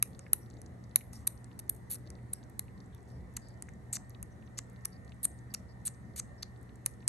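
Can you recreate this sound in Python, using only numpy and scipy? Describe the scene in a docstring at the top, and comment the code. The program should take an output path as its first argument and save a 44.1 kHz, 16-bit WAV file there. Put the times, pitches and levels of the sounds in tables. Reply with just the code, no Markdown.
"""Kitten sucking on a rubber teat

Close to a two-port microphone, air squelches through the wet lips and their seal lets go with snaps.
Each burst rings lip gap, front and back of the mouth: shut lips click high and thin, parted lips let
the mouth sound. Smacks are falling rings, rubber pops and tongue bubbles short ones, squeaks narrow noise.
Sparse echoes follow; behind lie swells of handling noise, patchy room noise and an appliance's tones."""
import sys
import numpy as np
from scipy import signal
from scipy.fft import rfft, irfft, next_fast_len
from scipy.io import wavfile
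from scipy.ndimage import uniform_filter1d

SR = 44100
rng = np.random.default_rng(int(sys.argv[2]) if len(sys.argv) > 2 else 0)


def dump(signal):
    """Clip the signal to [-1, 1] and save it as 16-bit WAV at the path in sys.argv[1]."""
    limited = np.clip(np.atleast_2d(signal).T, -1, 1)
    pcm = np.round(limited * 32767).astype(np.int16)
    wavfile.write(sys.argv[1], SR, pcm)


N = 312228
TIME = np.arange(N) / SR
HZ = np.fft.rfftfreq(N, 1 / SR)

# likeness of the diffuse sound at the two ports: (frequency [Hz], likeness [0-1])
PORT_LIKENESS = [(25, 0.54), (70, 0.4), (150, 0.8), (330, 0.7), (600, 0), (1700, 0.1), (2200, 0.3),
                 (5000, 0), (9000, 0.99)]
# each deeper cavity of the mouth answers a snap this much later
CAVITY_LAG_S = 0.0004
# ring of the rubber teat
TEAT_HZ = 3960


def amp(db):
    """Decibels to gain."""
    return 10 ** (np.asarray(db) / 20)


def unit(x):
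    """Scales to an rms of 1."""
    return x / np.sqrt(np.mean(x ** 2) + 1e-20)


def read(points, hz):
    """Reads a table on a log-frequency axis."""
    f, value = np.transpose(points)
    return np.interp(np.log(hz + 1), np.log(f + 1), value)


def add(mix, s, sound):
    """Adds a sound to the mix at time s [s]."""
    part = mix[max(round(s * SR), 0):][:len(sound)]
    part += sound[:len(part)]


def drift(rate_hz):
    """Random wander of rms 1, mostly slower than rate_hz."""
    spectrum = rfft(rng.standard_normal(N))
    return unit(irfft(spectrum / (1 + (HZ / rate_hz) ** 4), N))


def thin(x, low_hz):
    """Takes away what lies below low_hz with a gentle high-pass."""
    sos = signal.butter(2, np.clip(low_hz, 100, 20000), "high", fs=SR, output="sos")
    return signal.sosfilt(sos, x)


def ring(hz, width, size=256):
    """A heavily damped cavity ring with a rounded start and energy 1; width in Hz."""
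    t = np.arange(size) / SR
    wave = t ** 2 * np.exp(-np.pi * width * t) * np.sin(2 * np.pi * hz * t)
    wave = thin(wave, hz * 0.44)
    return wave / np.linalg.norm(wave)


def splinter(x, share, spread_s, count=6, size=400):
    """A wet film tears in steps: each burst is trailed by a few weaker ones, rms 1 over 2 ms."""
    at = rng.uniform(0.14, 1, count) * np.clip(spread_s, 0, (size - 1) / SR)
    sign = rng.choice([-1, 1], count)
    taps = np.zeros(size)
    taps[0] = 1
    taps[(at * SR).astype(int)] += share * sign * np.exp(-2 * at / spread_s)
    y = np.convolve(x, taps)
    return np.sqrt(0.002 * SR) * y / np.linalg.norm(y)


def cavities(strength_db, opening, lip_hz, front_hz, back_hz=2122, deepening=0.13, usual_db=-28):
    """(dB, Hz) of lip gap, front and back: the opening of the lips shares out the level."""
    # levels with the lips shut and parted: (lip gap [dB], front [dB], back [dB])
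    shut_levels = [2, -24, -25]
    parted_levels = [-29, 1, -13.5]
    levels = [strength_db + shut + opening * (parted - shut)
              for shut, parted in zip(shut_levels, parted_levels)]
    # a hard sound reaches deeper: dB gained at the back for each dB above the usual strength
    levels[-1] += deepening * max(strength_db - usual_db, 0)
    return list(zip(levels, [lip_hz, front_hz, back_hz]))


def snaps(shares=(0.45, 0.7, 0.7), spread_s=0.0023, parted_narrowing=0.19):
    """The seal lets go: a burst rings three cavities in turn, with a throat knock and soft jaw thump."""
    # the seal lets go: (time [s], strength [dB], opening of the lips [0-1], lip gap [Hz],
    # front of the mouth [Hz])
    releases = [(0.0259, -16.5, 0.19, 10100, 5800), (0.0267, -15, 0.2, 10850, 6380),
                (0.1925, -35.5, 0.53, 9100, 7000), (0.3313, -21, 0.35, 10700, 5530),
                (0.333, -13.5, 0.06, 10860, 6900), (0.6166, -39, 0.33, 9860, 5900),
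                (0.9593, -10, 0.16, 10930, 6460), (1.1324, -37.5, 0.34, 9800, 6550),
                (1.2755, -19, 0.13, 10750, 6400), (1.444, -43, 0.35, 8400, 5180),
                (1.5913, -33.5, 0.23, 10040, 5500), (1.6967, -25, 0, 11700, 6000),
                (1.914, -34, 0, 11000, 6840), (1.945, -33.5, 0.25, 9200, 5900),
                (1.955, -40, 0.5, 9600, 5530), (2.103, -36, 0.41, 9430, 6100), (2.336, -31, 0, 10700, 7000),
                (2.5943, -25, 0.16, 10060, 6960), (2.948, -48, 0.32, 10540, 6000),
                (3.3678, -28, 0.65, 10800, 6870), (3.373, -43, 0.6, 10000, 6800),
                (3.6234, -28, 0.34, 9470, 6800), (3.6897, -47, 0.58, 10000, 7000),
                (3.9305, -30, 0.01, 8050, 6480), (3.9345, -27.5, 0.2, 7840, 6480),
                (3.961, -34, 0.3, 6900, 6400), (3.968, -31, 0.63, 7760, 6120),
                (4.0962, -45.5, 0.24, 10800, 6500), (4.228, -29.5, 0.26, 10230, 7500),
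                (4.588, -22.5, 0.56, 9970, 6950), (4.5905, -37, 0.5, 8200, 5500),
                (4.8548, -21.5, 0.22, 10220, 5900), (5.2514, -26, 0, 10200, 6500),
                (5.253, -22.5, 0.06, 10000, 6300), (5.547, -22.5, 0.59, 10400, 5700),
                (5.871, -31, 0, 9150, 6400), (5.8789, -33, 0.88, 9700, 7100),
                (6.161, -43.5, 0.1, 10500, 7100), (6.1964, -32, 0.2, 8800, 7400),
                (6.198, -31, 1, 8360, 6860), (6.43, -35.5, 1, 9700, 5270), (6.8558, -47, 0.3, 9000, 6200),
                (6.862, -18.5, 0.27, 10560, 6100), (7.0785, -11.5, 0.3, 9400, 6200)]
    # width of each cavity's ring with the lips shut: (lip gap [Hz], front [Hz], back [Hz])
    shut_widths = [2600, 3400, 2000]
    throat_hz, throat_width_hz, throat_db = 1320, 900, -50
    # the throat follows only a share of any change from the usual level at the back of the mouth
    throat_follows, usual_back_db = 0.77, -48.5
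    jaw_hz, jaw_width_hz, jaw_db = 480, 600, -39
    out = np.zeros(N)
    for s, strength_db, opening, lip_hz, front_hz in releases:
        mouth = cavities(strength_db, opening, lip_hz, front_hz)
        # parted lips narrow the rings
        narrowing = np.clip(1 - parted_narrowing * opening, 0.3, 1.5)
        for depth, ((db, hz), width, share) in enumerate(zip(mouth, shut_widths, shares)):
            burst = splinter(ring(hz, width * narrowing), share, spread_s)
            add(out, s + depth * CAVITY_LAG_S, amp(db) * burst)
        back_db = mouth[-1][0]
        knock_db = throat_db + throat_follows * (back_db - usual_back_db)
        knock = splinter(ring(throat_hz, throat_width_hz), 0.6, spread_s)
        add(out, s + 2 * CAVITY_LAG_S, amp(knock_db) * knock)
        thump = splinter(ring(jaw_hz, jaw_width_hz), 0.2, spread_s)
        add(out, s, amp(strength_db + jaw_db) * thump)
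    return out


def squelches(trim_db=(-1.0, -1.0, -2.5), teat_db=-22.5, fade_s=0.0018, count=700):
    """Air leaks past the teat: a dense run of bursting films rings cavities and rubber, gliding."""
    # leaks: (start [s], length [s], growth [dB], strength [dB], opening of the lips [0-1],
    # lip gap [Hz], front of the mouth [Hz], fall in pitch [share, negative rises])
    leaks = [(1.128, 0.12, -19, -53, 0.41, 8700, 6170, 0.14),
             (1.2697, 0.0082, -4, -22.5, 0.22, 9800, 6770, 0.16),
             (1.591, 0.011, -5, -39, 0.29, 10100, 5900, 0.25),
             (1.6937, 0.0043, 0, -26.5, 0.05, 10320, 6500, 0.25),
             (1.899, 0.016, 8, -36, 0.18, 10460, 6720, 0.053),
             (1.913, 0.05, -16, -36.5, 0.2, 10550, 6860, 0.12),
             (2.33, 0.0055, 15, -32.5, .03, 9630, 7060, 0.051),
             (2.5923, 0.0038, -3, -24.5, 0.28, 9700, 6800, 0.088),
             (3.081, 0.048, -11, -64.5, 0.45, 8400, 5500, 0.13),
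             (3.3653, 0.0063, 0.5, -28, 0.48, 10180, 6870, .1),
             (3.9261, 0.042, -2, -32, 0.29, 7480, 6500, 0.2),
             (4.573, 0.015, 20, -35.5, 0.7, 8870, 6740, -0.23),
             (4.8495, 0.003, 3.5, -32, 0.54, 10200, 5800, 0.22),
             (5.229, 0.027, 14.5, -30.5, 0.05, 9850, 6640, 0.15),
             (5.5387, 0.0074, 3, -27.5, 0.42, 10300, 6650, 0.08),
             (5.852, 0.029, 2.5, -32.5, 0.12, 9380, 6500, 0.089),
             (5.877, 0.015, -10, -37, 0.37, 9170, 6320, 0.091),
             (6.1594, 0.043, 8.5, -33, 0.4, 8900, 6900, 0.2),
             (6.424, 0.0086, 6, -33.5, 0.69, 9130, 5100, .18),
             (6.86, 0.0026, 3, -20.5, 0.23, 10000, 6430, 0.027)]
    # ring widths: (lip gap [Hz], front [Hz], back [Hz], rubber teat [Hz], fizz of milk [Hz])
    leak_widths = [2700, 2700, 2400, 1700, 1700]
    fizz_db, parted_fizz_db, fizz_hz = -10, -14, 11200
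    median_gap_s, uneven_db, scatter = 1 / 4200, 4.3, 0.06
    out = np.zeros(N)
    for start, length, growth_db, strength_db, opening, lip_hz, front_hz, sag in leaks:
        length = max(length, 0.002)
        step, size, *detune = rng.standard_normal((count, 7)).T
        # each burst's place in the run, from 0 at its start to 1 at its end
        place = np.cumsum(np.exp(0.56 * step)) * median_gap_s / length
        place = place - place[0]
        within = place < 1
        place = place[within]
        # swells in from about a quarter of full level, and dies out the same way
        fade = np.minimum(0.26 + np.minimum(place, 1 - place) * length / fade_s, 1)
        strength = fade * amp(growth_db * place + uneven_db * size[within])
        t = np.arange(int(length * SR) + 128) / SR
        age = np.maximum(t - length * place[:, None], 0)
        mouth = cavities(strength_db, opening, lip_hz, front_hz)
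        rings = [(db + trim, hz) for (db, hz), trim in zip(mouth, trim_db)]
        rings.append((strength_db + teat_db, TEAT_HZ))
        rings.append((strength_db + fizz_db + opening * parted_fizz_db, fizz_hz))
        for (db, hz), width, off in zip(rings, leak_widths, detune):
            pitch = hz * np.exp(scatter * off[within] - sag * (place - 0.5))[:, None]
            bursts = age ** 2 * np.exp(-np.pi * width * age) * np.sin(2 * np.pi * pitch * age)
            run = thin(strength @ bursts, hz * 0.5)
            # db is the level over the length of the leak, without the last ring-out
            add(out, start, amp(db) * np.sqrt(length * SR / len(run)) * unit(run))
    # soft wet films do not reach the very top of the treble
    return signal.sosfilt(signal.butter(8, 12500, fs=SR, output="sos"), out)


def smacks(from_hz=3600, to_hz=850, fall_s=0.0011, decay_s=0.0009):
    """The mouth comes open with a low smack: its ring drops quickly as the cavity grows."""
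    # smacks: (time [s], level [dB])
    openings = [(0.0261, -40), (0.3346, -46.5), (2.5957, -54.5), (3.3735, -44), (3.9682, -41), (4.591, -47),
                (4.856, -48), (5.2542, -49.5), (5.5486, -62), (6.1992, -54), (6.433, -52), (6.864, -44)]
    out = np.zeros(N)
    t = np.arange(SR // 100) / SR
    hz = to_hz + (from_hz - to_hz) * np.exp(-t / fall_s)
    wave = t * np.exp(-t / decay_s) * np.sin(2 * np.pi * np.cumsum(hz) / SR)
    for s, db in openings:
        add(out, s, amp(db) * splinter(wave, 0.16, 0.0026))
    return out


def teat(width_hz=800):
    """The rubber teat springs back on the hardest snaps with short damped pops."""
    # pops: (time [s], level [dB])
    pops = [(0.0251, -41), (0.3333, -40), (0.9586, -32.5), (1.277, -41), (2.5943, -50)]
    out = np.zeros(N)
    for s, db in pops:
        add(out, s, amp(db) * splinter(ring(TEAT_HZ, width_hz), 0.1018, 0.001))
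    return out


def tongue(width_share=0.81, round_below_hz=2700, count=110):
    """Single bubbles pop around the tongue, low ones rounder, over a faint random crackle of milk."""
    # clearest bubbles, between sucks or with a hard snap: (time [s], level [dB], pitch [Hz])
    bubbles = [(0.0262, -34.5, 2220), (.149, -57, 4200), (.265, -45.5, 2020), (0.3336, -44.5, 1400),
               (.462, -64, 4000), (.502, -56.5, 6500), (0.54, -62, 6830), (.569, -61, 4200),
               (0.6618, -55, 6110), (0.84, -59, 5660), (.912, -62, 3900), (0.9603, -42, 1700),
               (1.01, -47.5, 2346), (1.515, -57.5, 2920), (1.749, -56, 9530), (1.764, -54.5, 10500),
               (1.985, -60, 11000), (2.065, -63, 4400), (2.074, -55, 4300), (2.187, -60.5, 2210),
               (2.43, -59, 3830), (2.498, -56, 10550), (2.682, -55.5, 2360), (2.778, -64, 4400),
               (2.804, -57, 4690), (3.339, -63.5, 10450), (3.4862, -54.5, 8300), (3.6864, -43.5, 1890),
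               (4.105, -57.5, 6000), (4.148, -52, 3150), (4.425, -58.5, 2595), (4.476, -60, 3000),
               (4.588, -44.5, 3630), (4.699, -60, 9060), (4.762, -62.5, 3910), (5.048, -62.5, 7430),
               (5.121, -50, 2720), (5.389, -59.5, 6680), (5.94, -61.5, 7555), (6.562, -65, 3680),
               (6.63, -59.5, 10500), (6.693, -59, 2960), (6.757, -58.5, 8500), (6.864, -50.5, 7400),
               (6.938, -62.5, 6300), (7.006, -64.5, 4070), (7.027, -57.5, 2590)]
    crackle_db, uneven_db = -77.0, 5.5
    low_hz, high_hz, crackle_width_hz = 3500, 11000, 3200
    out = np.zeros(N)
    for s, db, hz in bubbles:
        width = width_share * hz * min(hz / round_below_hz, 1)
        add(out, s, amp(db) * splinter(ring(hz, width), 0.7, 0.0075))
    for when, pitch, size in rng.random((count, 3)):
        hz = low_hz * (high_hz / low_hz) ** pitch
        tick = splinter(ring(hz, crackle_width_hz), 0.49, 0.0056)
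        # a few ticks stand well above the rest
        add(out, when * N / SR, amp(crackle_db - uneven_db * np.log(size + 0.041)) * tick)
    return out


def squeaks(sag=0.04):
    """Faint whistly squeaks from the muzzle: narrow noise that sputters and sinks a little in pitch."""
    # squeaks: (start [s], length [s], level before sputter [dB], middle pitch [Hz])
    whistles = [(0.189, 0.11, -74, 5200), (0.404, 0.084, -77, 5520), (0.578, 0.024, -77.5, 7060),
                (1.134, .06, -66.5, 5260), (2.337, .076, -70, 5250), (2.924, 0.067, -74.5, 3360),
                (3.086, 0.14, -75.5, 5150), (3.409, 0.16, -70.5, 4880), (4.306, 0.042, -78, 5940),
                (4.461, 0.015, -72, 5640), (4.916, 0.066, -69.5, 4840), (5.313, 0.016, -68.5, 6400),
                (5.504, 0.025, -68, 4860), (5.683, 0.053, -68.5, 4930), (6.379, 0.049, -68.5, 5200)]
    out = np.zeros(N)
    smooth = signal.butter(2, 330, fs=SR, output="sos")
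    sputter = unit(amp(4 * drift(150)))
    for s, length, db, hz in whistles:
        u = np.linspace(0, 1, int(length * SR))
        fuzz = signal.sosfilt(smooth, rng.standard_normal((len(u), 2)) @ [1, 1j])
        turn = np.exp(2j * np.pi * np.cumsum(hz * (1 - sag * (u - 0.5))) / SR)
        swell = np.sin(np.pi * np.sqrt(u))
        add(out, s, amp(db) * unit((fuzz * turn).real * swell))
    return out * sputter


def match_ports(z, hz):
    """Mixes some of the left port's noise into the right, as alike as the table says."""
    same = np.clip(read(PORT_LIKENESS, hz), 0, 1)[:, None]
    z[1] = same * z[0] + np.sqrt(1 - same ** 2) * z[1]


def room(x, gap_s=0.002, lumpy_db=3, near_db=4, near_s=0.022):
    """Sparse clumped echoes, strongest from nearby things; bands die apart and carpet soaks up the top."""
    # echo: (frequency [Hz], time to fall by 60 dB [s], relative starting level [dB])
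    echo_bands = [(497.3, 0.24, 1.5), (2200, 0.26, -1), (4005, 0.2, 1), (7156, 0.23, -0.5),
                  (8800, 0.34, 0.5), (10300, 0.18, -5.5), (11440, 0.27, -5), (14000, 0.13, -10.5)]
    t = TIME[:SR]
    taps = rng.choice([-1.0, 1.0], (2, SR)) * (rng.random((2, SR)) < 0.15) * (t > gap_s)
    taps = taps * amp(lumpy_db * drift(160)[:SR] + near_db * np.exp(-(t / near_s) ** 2))
    hz, frame_s, z = signal.stft(taps, SR, nperseg=256)
    match_ports(z, hz)
    bands, *columns = np.transpose(echo_bands)
    t60, colour_db = (np.interp(hz, bands, column)[:, None] for column in columns)
    tail = signal.istft(z * amp(colour_db - 60 * frame_s / t60), SR, nperseg=256)[1]
    return signal.fftconvolve(x[None], tail / np.linalg.norm(tail[0]), axes=1)[:, :N]


def hand(rumble_hz=90, rumble_octaves=0.85, rub_hz=380, rub_octaves=0.71):
    """Each shift of the grip is a smooth swell of dull handling noise: a low rumble and a soft rub."""
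    # grips: (middle [s], length [s], rumble peak level [dB], rub peak level [dB])
    grips = [(0.104, 0.23, -55, -63), (0.706, 0.2, -52.5, -60), (1.146, .25, -56.5, -70),
             (2.095, 0.31, -64, -60.5), (2.914, 0.075, -45, -75), (3.181, 0.15, -43, -61.5),
             (3.849, 0.46, -55.5, -70.5)]

    def band(hz, octaves):
        """Noise of rms 1 in a bell-shaped band."""
        bell = np.exp(-(np.log2((HZ + 1) / hz) / octaves) ** 2)
        return unit(irfft(rfft(rng.standard_normal(N)) * bell, N))

    rumble, rub = band(rumble_hz, rumble_octaves), band(rub_hz, rub_octaves)
    out = np.zeros(N)
    for s, length, rumble_db, rub_db in grips:
        swell = np.exp(-(2 * (TIME - s) / length) ** 2)
        out += swell * (amp(rumble_db) * rumble + amp(rub_db) * rub)
    return out


def air(level_db=-51, patchy_db=1.9):
    """Room noise whose level drifts in patches of time and pitch, partly alike at the two ports."""
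    # room noise: (frequency [Hz], relative density [dB per Hz])
    noise_colour = [(20, -41), (45, -13.5), (72, -0.5), (100, -4.5), (150, -11.5), (200, -6), (310, -16.5),
                    (700, -22), (1600, -29.5), (1950, -24), (2500, -41), (5000, -48), (11000, -47),
                    (14000, -68.5)]
    hz, _, z = signal.stft(rng.standard_normal((2, N)), SR, nperseg=4096, noverlap=3072)
    match_ports(z, hz)
    patches = uniform_filter1d(rng.standard_normal(z.shape[1:]), size=14, axis=0)
    patches = unit(uniform_filter1d(patches, size=4, axis=1))
    z *= amp(read(noise_colour, hz)[:, None] + patchy_db * patches)
    noise = signal.istft(z, SR, nperseg=4096, noverlap=3072)[1][:, :N]
    return amp(level_db) * unit(noise)


def appliance(whine_phase=2.27, beat_hz=13, beat_db=(-11, -8)):
    """Hum and thin beating whine, wavering; standing waves put the whine out of step at the ports."""
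    # steady tones: (frequency [Hz], level before waver [dB], wander [Hz])
    hum_tones = [(59.5, -68.5, .1), (73, -64.5, .6), (119.86, -54, .5), (136.9, -68, 0.89),
                 (181.2, -63.5, 0.92), (362, -80, 0.63), (481, -79, 0.81), (751, -77, .3),
                 (1993, -79.5, 0.98)]
    # whine: (time [s], level of its main tone before waver [dB])
    whine_levels = [(0, -72.5), (3, -71.5), (3.6, -67), (5.7, -65.5), (7.08, -67)]
    whine_hz, whine_wander_hz = 1830, 4.5
    waver_db, waver_hz, wander_rate_hz = 2.4, 6, 6.9

    def tone(hz, db, wander_hz):
        """A complex tone of wavering level and wandering pitch."""
        level = np.sqrt(2) * amp(db + waver_db * drift(waver_hz))
        pitch = hz + wander_hz * drift(wander_rate_hz)
        return level * np.exp(2j * np.pi * np.cumsum(pitch) / SR)

    level_db = np.interp(TIME, *np.transpose(whine_levels))
    # weaker neighbours below and above make the whine beat
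    whine = sum(tone(whine_hz + k * beat_hz, level_db + db, whine_wander_hz)
                for k, db in zip((0, -1, 1), (0, *beat_db)))
    hum = sum(tone(*row) for row in hum_tones)
    return (hum + whine * np.exp(1j * whine_phase * np.array([[0], [1]]))).real


def scene(tail_db=-22):
    """The mouth close by, its echo, and the room behind it."""
    mouth = snaps() + squelches() + smacks() + teat() + tongue() + squeaks()
    return mouth + amp(tail_db) * room(mouth) + air() + hand() + appliance()


def record(dry, edge_hz=16400):
    """Microphone colour, a fixed phase and level between the left and right channels, and the band limit."""
    # colour of the microphone: (frequency [Hz], gain [dB])
    mic_colour = [(700, -1), (2200, -4.5), (3200, -4), (4100, 1), (4900, -1.5), (5600, 0.5), (9000, -0.5),
                  (11500, 1.5), (12700, -7), (16000, -11.5)]
    # phase by which the left channel leads, the same for every sound: (frequency [Hz], phase [radians])
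    channel_phase = [(20, 0), (400, .2), (900, 1.2), (1500, 1), (2000, 0), (3000, .9), (3400, 5.5),
                     (4500, 6.9), (5200, 9.8), (6000, 12.4), (6800, 12.7), (7400, 13.9), (8600, 12.6),
                     (10200, 9.45), (12000, 6.3), (15000, 0)]
    # left minus right: (frequency [Hz], level [dB])
    port_balance = [(60, -1), (110, 0.5), (200, -0.5), (360, 0.5), (640, 1.5), (1170, -3), (2110, 0),
                    (3820, 2.5), (6910, 1.5), (12500, -0.5)]
    size = next_fast_len(N + SR)
    hz = np.fft.rfftfreq(size, 1 / SR)
    # each channel takes half of the phase and level between them
    side = np.array([[0.5], [-0.5]])
    phase = side * np.interp(hz, *np.transpose(channel_phase))
    ports = np.exp(1j * phase) * amp(side * read(port_balance, hz))
    heard = irfft(rfft(dry, size) * ports * amp(read(mic_colour, hz)), size)[:, :N]
    band_limit = signal.firwin(511, edge_hz, window=("kaiser", 9), fs=SR)
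    return signal.oaconvolve(heard, band_limit[None], "same")


dry = scene()
out = record(dry)
dump(out)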